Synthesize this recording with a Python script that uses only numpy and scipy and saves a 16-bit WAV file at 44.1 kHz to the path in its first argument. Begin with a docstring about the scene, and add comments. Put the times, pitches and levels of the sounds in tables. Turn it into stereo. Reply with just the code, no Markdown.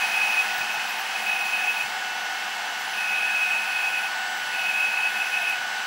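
"""A steady whine over a rush of oil and gears: the small electric gear pump of a model crane on a workbench.
The whine lies on multiples of the shaft speed; the rush sets the housing ringing. While a stick is pushed,
a small function motor adds a rough, higher gear tone, and its chopped current a thin sizzle.
Handling gives a few ticks and soft bumps; the speed controller whistles faintly."""
import sys
import numpy as np
from scipy import signal
from scipy.io import wavfile

SR = 44100
rng = np.random.default_rng(int(sys.argv[2]) if len(sys.argv) > 2 else 0)


def persist_wave(psi):
    """Save psi, clipped to +-1, as 16-bit WAV."""
    counts = np.round(np.clip(psi, -1, 1) * 32767).astype(np.int16)
    wavfile.write(sys.argv[1], SR, np.atleast_2d(counts).T)


N = 258426
TIME = np.arange(N) / SR

# function motor runs, stick pushed: (start [s], end [s], gear tone [Hz], drive level [dB])
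MOTOR_RUNS = [(0, .44, 2542, -42.5), (1.196, 1.8, 2555, -45), (2.97, 4.053, 2552, -46),
              (4.566, 5.502, 2560, -46)]


def from_db(db):
    """Decibels to gain."""
    return 10 ** (np.asarray(db) / 20)


def unit_rms(x):
    """Scale to rms 1."""
    return x / np.sqrt(np.mean(np.abs(x) ** 2) + 1e-20)


def curves(rows):
    """Rows of (time [s], values...) to one piecewise linear curve per value column."""
    times_s, *columns = np.transpose(rows)
    return [np.interp(TIME, times_s, column) for column in columns]


def gate_db(start_s, end_s, rise_db_per_s, fall_db_per_s):
    """Envelope: reaches 0 dB at the start, holds, falls after the end."""
    return -rise_db_per_s * np.maximum(start_s - TIME, 0) - fall_db_per_s * np.maximum(TIME - end_s, 0)


def drift(rate_hz):
    """Slow random wander: noise twice through a one-pole low-pass, rms 1."""
    hop, settle = 40, 2000
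    pole = np.exp(-2 * np.pi * rate_hz * hop / SR)
    white = rng.standard_normal(N // hop + settle + 2)
    slow = signal.lfilter([1], [1, -2 * pole, pole * pole], white)[settle:]
    return np.interp(np.arange(N) / hop, np.arange(len(slow)), unit_rms(slow))


def phase_of(hz):
    """Running phase [rad] of a steady or changing frequency."""
    return 2 * np.pi * np.cumsum(hz + np.zeros(N)) / SR


def narrow_noise(phase, width_hz):
    """A line spread into a narrow band by wandering strength and phase, rms 1."""
    return drift(width_hz * .75) * np.cos(phase) + drift(width_hz * .75) * np.sin(phase)


def coloured_noise(spectrum, flicker_db):
    """Flickering third-octave noise bands over the span of a spectrum, rms 1."""
    hz, level_db = np.transpose(spectrum)
    edges_hz = 31.25 * 2 ** (np.arange(28) / 3)
    white = rng.standard_normal((2, N))
    out = 0
    for k, (low, high) in enumerate(zip(edges_hz, edges_hz[1:])):
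        flicker = drift(11)
        if hz[0] < high and low < hz[-1]:
            bandpass = signal.butter(3, [low, high], "band", fs=SR, output="sos")
            band_db = np.interp(np.log(np.sqrt(low * high)), np.log(hz), level_db)
            out += signal.sosfilt(bandpass, white[k % 2]) * from_db(band_db + flicker_db * flicker)
    return unit_rms(out)


def knocks(events, band_hz, t60_s):
    """Each contact is a decaying noise burst, heard through one band."""
    bursts = sum(from_db(db - 60 * np.maximum(TIME - s, 0) / t60_s) * (TIME >= s) for s, db in events)
    bandpass = signal.butter(2, band_hz, "band", fs=SR, output="sos")
    noise = rng.standard_normal(N)
    return .5 * signal.sosfilt(bandpass, bursts * noise + 1e-18) / signal.sosfilt(bandpass, noise).std()


def controller_whistle(pitch_hz, gain_db, waver_db):
    """The pump's speed controller gives a faint, very high whistle."""
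    # whistle envelope: (time [s], level [dB])
    envelope = [(0.0, -59), (0.62, -53), (0.64, -61), (1.81, -55), (2.02, -64), (4.55, -61), (5.76, -65),
                (5.86, -62)]
    level_db, = curves(envelope)
    gain = from_db(level_db + gain_db + waver_db * drift(10))
    return gain * np.sqrt(2) * np.sin(phase_of(pitch_hz + 9 * drift(20)))


def handling():
    """The sticks tick; handling bumps softly."""
    # stick ticks: (time [s], level [dB])
    ticks = [(.581, -31), (1.828, -35), (2.716, -45), (5.496, -32)]
    # handling bumps: (time [s], level [dB])
    bumps = [(.58, -48), (.76, -51), (1.824, -48), (2.85, -57), (4.401, -54), (5.566, -56)]
    return knocks(ticks, band_hz=(9500, 15500), t60_s=.038) + knocks(bumps, band_hz=(105, 155), t60_s=.34)


def motor_sizzle(chord_db, rasp_db, jitter_hz, creep_drive_db):
    """Chopped motor current sings: a raspy chord, an added note when creeping, squeaks at small starts."""
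    # sizzle lines: (frequency [Hz], relative level [dB])
    chord_lines = [(9838, -6), (9994, -4), (10144, -15), (10298, -11)]
    # rasp bands: (centre [Hz], width [Hz], relative level [dB])
    rasp_bands = [(9900, 120, -10), (12070, 130, -10.5), (14850, 200, -16)]
    # motor creeping, stick barely pushed: (start [s], end [s], level [dB])
    creeps = [(.6, 1.12, -55.5), (2.84, 2.946, -58), (4.42, 4.521, -58)]
    # squeaks as the motor breaks loose: (time [s], level [dB])
    squeaks = [(.55, -51), (.73, -50), (.905, -44), (.995, -46.5), (2.82, -50), (4.38, -54)]
    creeping = sum(from_db(db + gate_db(start, end, 300, 300)) for start, end, db in creeps)
    running = sum(from_db(db + gate_db(start, end, 80, 117)) for start, end, _, db in MOTOR_RUNS)
    squeaking = sum(from_db(db) * np.exp(-((TIME - s) / .024) ** 2) for s, db in squeaks)
    drive = np.maximum(running, from_db(creep_drive_db) * creeping)
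    chord = sum(from_db(db) * np.sqrt(2) * np.sin(phase_of(hz + jitter_hz * drift(15.1)))
                for hz, db in chord_lines)
    rasp = sum(from_db(db) * narrow_noise(phase_of(hz), width) for hz, width, db in rasp_bands)
    creep = creeping * narrow_noise(phase_of(hz=10170), width_hz=63)
    squeak = squeaking * narrow_noise(phase_of(hz=12050), width_hz=65)
    return drive * (from_db(chord_db) * chord + from_db(rasp_db) * rasp) + creep + squeak


def motor_gears(gain_db, jitter_hz, flutter_db, stutter_db, rough_db, rattle_db, catch_db):
    """The function motor's gear tone follows the load and flutters, with a skirt of rattle."""
    # gear load as tone level, one curve per run: (time [s], level [dB])
    loads = [
        [(0.0, -33), (0.024, -26), (0.052, -29.5), (0.314, -23), (0.33, -27.5), (0.392, -17), (0.438, -34),
         (0.516, -31.5), (0.548, -40), (0.57, -33), (1.11, -37), (1.12, -38)],
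        [(1.14, -35), (1.166, -28), (1.196, -36), (1.28, -28), (1.51, -30.5), (1.548, -21.5), (1.572, -28.5),
         (1.652, -28.5), (1.678, -22.5), (1.742, -31.5), (1.81, -27), (1.83, -35)],
        [(2.94, -38), (2.956, -31.5), (3.212, -25), (3.31, -29), (3.436, -22), (3.688, -31.5), (3.878, -27),
         (3.896, -34), (3.992, -23), (4.018, -38), (4.056, -26.5), (4.09, -39)],
        [(4.52, -35), (4.538, -31), (4.88, -22), (4.898, -28), (5.076, -24.5), (5.108, -34.5), (5.222, -26.5),
         (5.308, -33.5), (5.344, -23), (5.388, -30.5), (5.494, -25.5), (5.6, -43)],
    ]
    runs_db = [curves(load)[0] + gate_db(load[0][0], load[-1][0], 600, 400) for load in loads]
    level_db = np.max(runs_db, axis=0)
    pitch_hz, = curves([(s, hz) for start, end, hz, _ in MOTOR_RUNS for s in (start, end)])
    mesh = phase_of(pitch_hz + jitter_hz * drift(38.2))
    flutter = from_db(flutter_db * np.tanh(drift(41)) + stutter_db * np.tanh(drift(11.6)))
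    tone = np.sqrt(2) * np.sin(mesh) * unit_rms(flutter)
    tone /= 1 + from_db(2 * (catch_db - level_db))   # creeping gears only rattle
    rough = from_db(rough_db) * narrow_noise(phase_of(pitch_hz - 22), width_hz=58)
    rattle = from_db(rattle_db) * narrow_noise(mesh, width_hz=320)
    loose_db = np.minimum(level_db, -26)   # rattle stops growing once the gears run
    return from_db(gain_db) * (from_db(level_db) * tone + from_db(loose_db) * (rough + rattle))


def pump_rush(shaft, near_db, body_db, treble_db, housing_db, throb_depth):
    """Oil and gears rush, swell slightly on each turn and set the housing ringing."""
    # rush spectrum, lows and mids: (frequency [Hz], relative density [dB])
    body_spectrum = [(40, -30), (95, -36), (150, -21), (210, -13.5), (300, -14), (560, -9), (720, -2.5),
                     (900, 1.5), (1100, -1), (1400, 1.5), (1800, 2), (2250, -1), (2800, 0.5), (3500, -7.5)]
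    # rush spectrum, treble: (frequency [Hz], relative density [dB])
    treble_spectrum = [(3000, -10), (4000, 2.5), (5100, -1.5), (6200, -1.5), (7500, -8.5), (9000, -11.5),
                       (11000, -15), (15500, -16.5)]
    # modes of pump housing and truck body: (frequency [Hz], width [Hz], relative level [dB])
    housing_modes = [(213, 19.6, -24), (692, 10.4, -13.5), (735.4, 27, -7), (773, 22, -4.5),
                     (825, 20, -8.5), (881.5, 33, -7), (1658, 36, -6), (1787, 12.6, -6.5), (1850, 25, -13),
                     (2150, 38, -9.5), (4350, 90, -35)]
    rush = from_db(body_db + near_db) * coloured_noise(body_spectrum, flicker_db=.5)
    rush += from_db(treble_db + 1.15 * near_db) * coloured_noise(treble_spectrum, flicker_db=.6)
    rush *= 1 + throb_depth * np.sin(shaft)
    ringing = sum(from_db(db) * narrow_noise(phase_of(hz), width) for hz, width, db in housing_modes)
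    return rush + from_db(housing_db + .93 * near_db) * ringing


def pump_whine(shaft, main_db, upper_db, thin_db, waver_db, weak_waver_db, twist_rad):
    """Gear teeth and motor poles sound on multiples of the shaft speed, wavering with the load."""
    # loudest pair of lines, beating once a turn: (time [s], main level [dB], upper level [dB])
    pair_levels = [(0.0, -37.5, -45), (0.16, -46.5, -47), (0.57, -36.5, -52), (1.04, -48.5, -45),
                   (1.29, -42, -56), (2.28, -38, -48), (2.63, -43, -48), (3.07, -37.5, -44.5),
                   (5.75, -37, -43.5), (5.86, -37.5, -44)]
    # thin high motor line: (time [s], level [dB])
    thin_levels = [(0.0, -61), (0.1, -59), (2.58, -72), (3.56, -53), (3.98, -63), (4.29, -49), (4.67, -62),
                   (5.86, -53)]
    # weaker lines: (frequency [multiples of shaft speed])
    weak_orders = [10.5, 31, 37.7, 40.2, 42, 44, 48, 50.3, 63, 73, 84, 88, 105]
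    # the same lines: (level [dB])
    weak_levels = [-50, -48, -45.5, -52, -46, -50.5, -52.5, -56, -54.5, -56.5, -55, -62, -59.5]
    main_order, upper_order, thin_order = 21, 22, 110
    main_curve_db, upper_curve_db = curves(pair_levels)
    thin_curve_db, = curves(thin_levels)
    angle = shaft + twist_rad * drift(28)   # uneven load twists the shaft
    whine = from_db(main_curve_db + main_db + waver_db * drift(6.3)) * np.sin(main_order * angle)
    whine += from_db(upper_curve_db + upper_db + waver_db * drift(7.2)) * np.sin(upper_order * angle)
    whine += from_db(thin_curve_db + thin_db) * np.sin(thin_order * angle)
    for order, level_db in zip(weak_orders, weak_levels):
        gain = from_db(level_db + weak_waver_db * drift(3.5))
        whine += gain * np.sin(order * angle + rng.uniform(0, 2 * np.pi))
    return np.sqrt(2) * whine


def scene():
    """Pump, function motor, handling and controller, the same in both channels."""
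    shaft_hz = 70.16 + .018 * drift(12.7) + .03 * drift(.607)
    shaft = phase_of(shaft_hz)
    near_db = 3.5 * np.exp(-TIME / .86)   # the listener starts close to the pump and backs away
    pump = pump_whine(shaft, main_db=2.87, upper_db=3.5, thin_db=-.5,
                      waver_db=.54, weak_waver_db=2, twist_rad=.0017)
    pump += pump_rush(shaft, near_db, body_db=-33, treble_db=-40.5, housing_db=-38.5, throb_depth=.015)
    motor = motor_gears(gain_db=-1, jitter_hz=11.3, flutter_db=3, stutter_db=1.5,
                        rough_db=-4.5, rattle_db=-6.5, catch_db=-39.5)
    motor += motor_sizzle(chord_db=-4.5, rasp_db=1, jitter_hz=7.24, creep_drive_db=.5)
    mix = pump + motor + handling() + controller_whistle(pitch_hz=15714, gain_db=4, waver_db=1)
    return np.tile(mix, (2, 1))


def record(dry):
    """A steep low-pass cuts the top treble."""
    cutoff_hz = 15740
    return signal.sosfilt(signal.ellip(14, .1, 80, cutoff_hz, fs=SR, output="sos"), dry)


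dry = scene()
out = record(dry)
persist_wave(out)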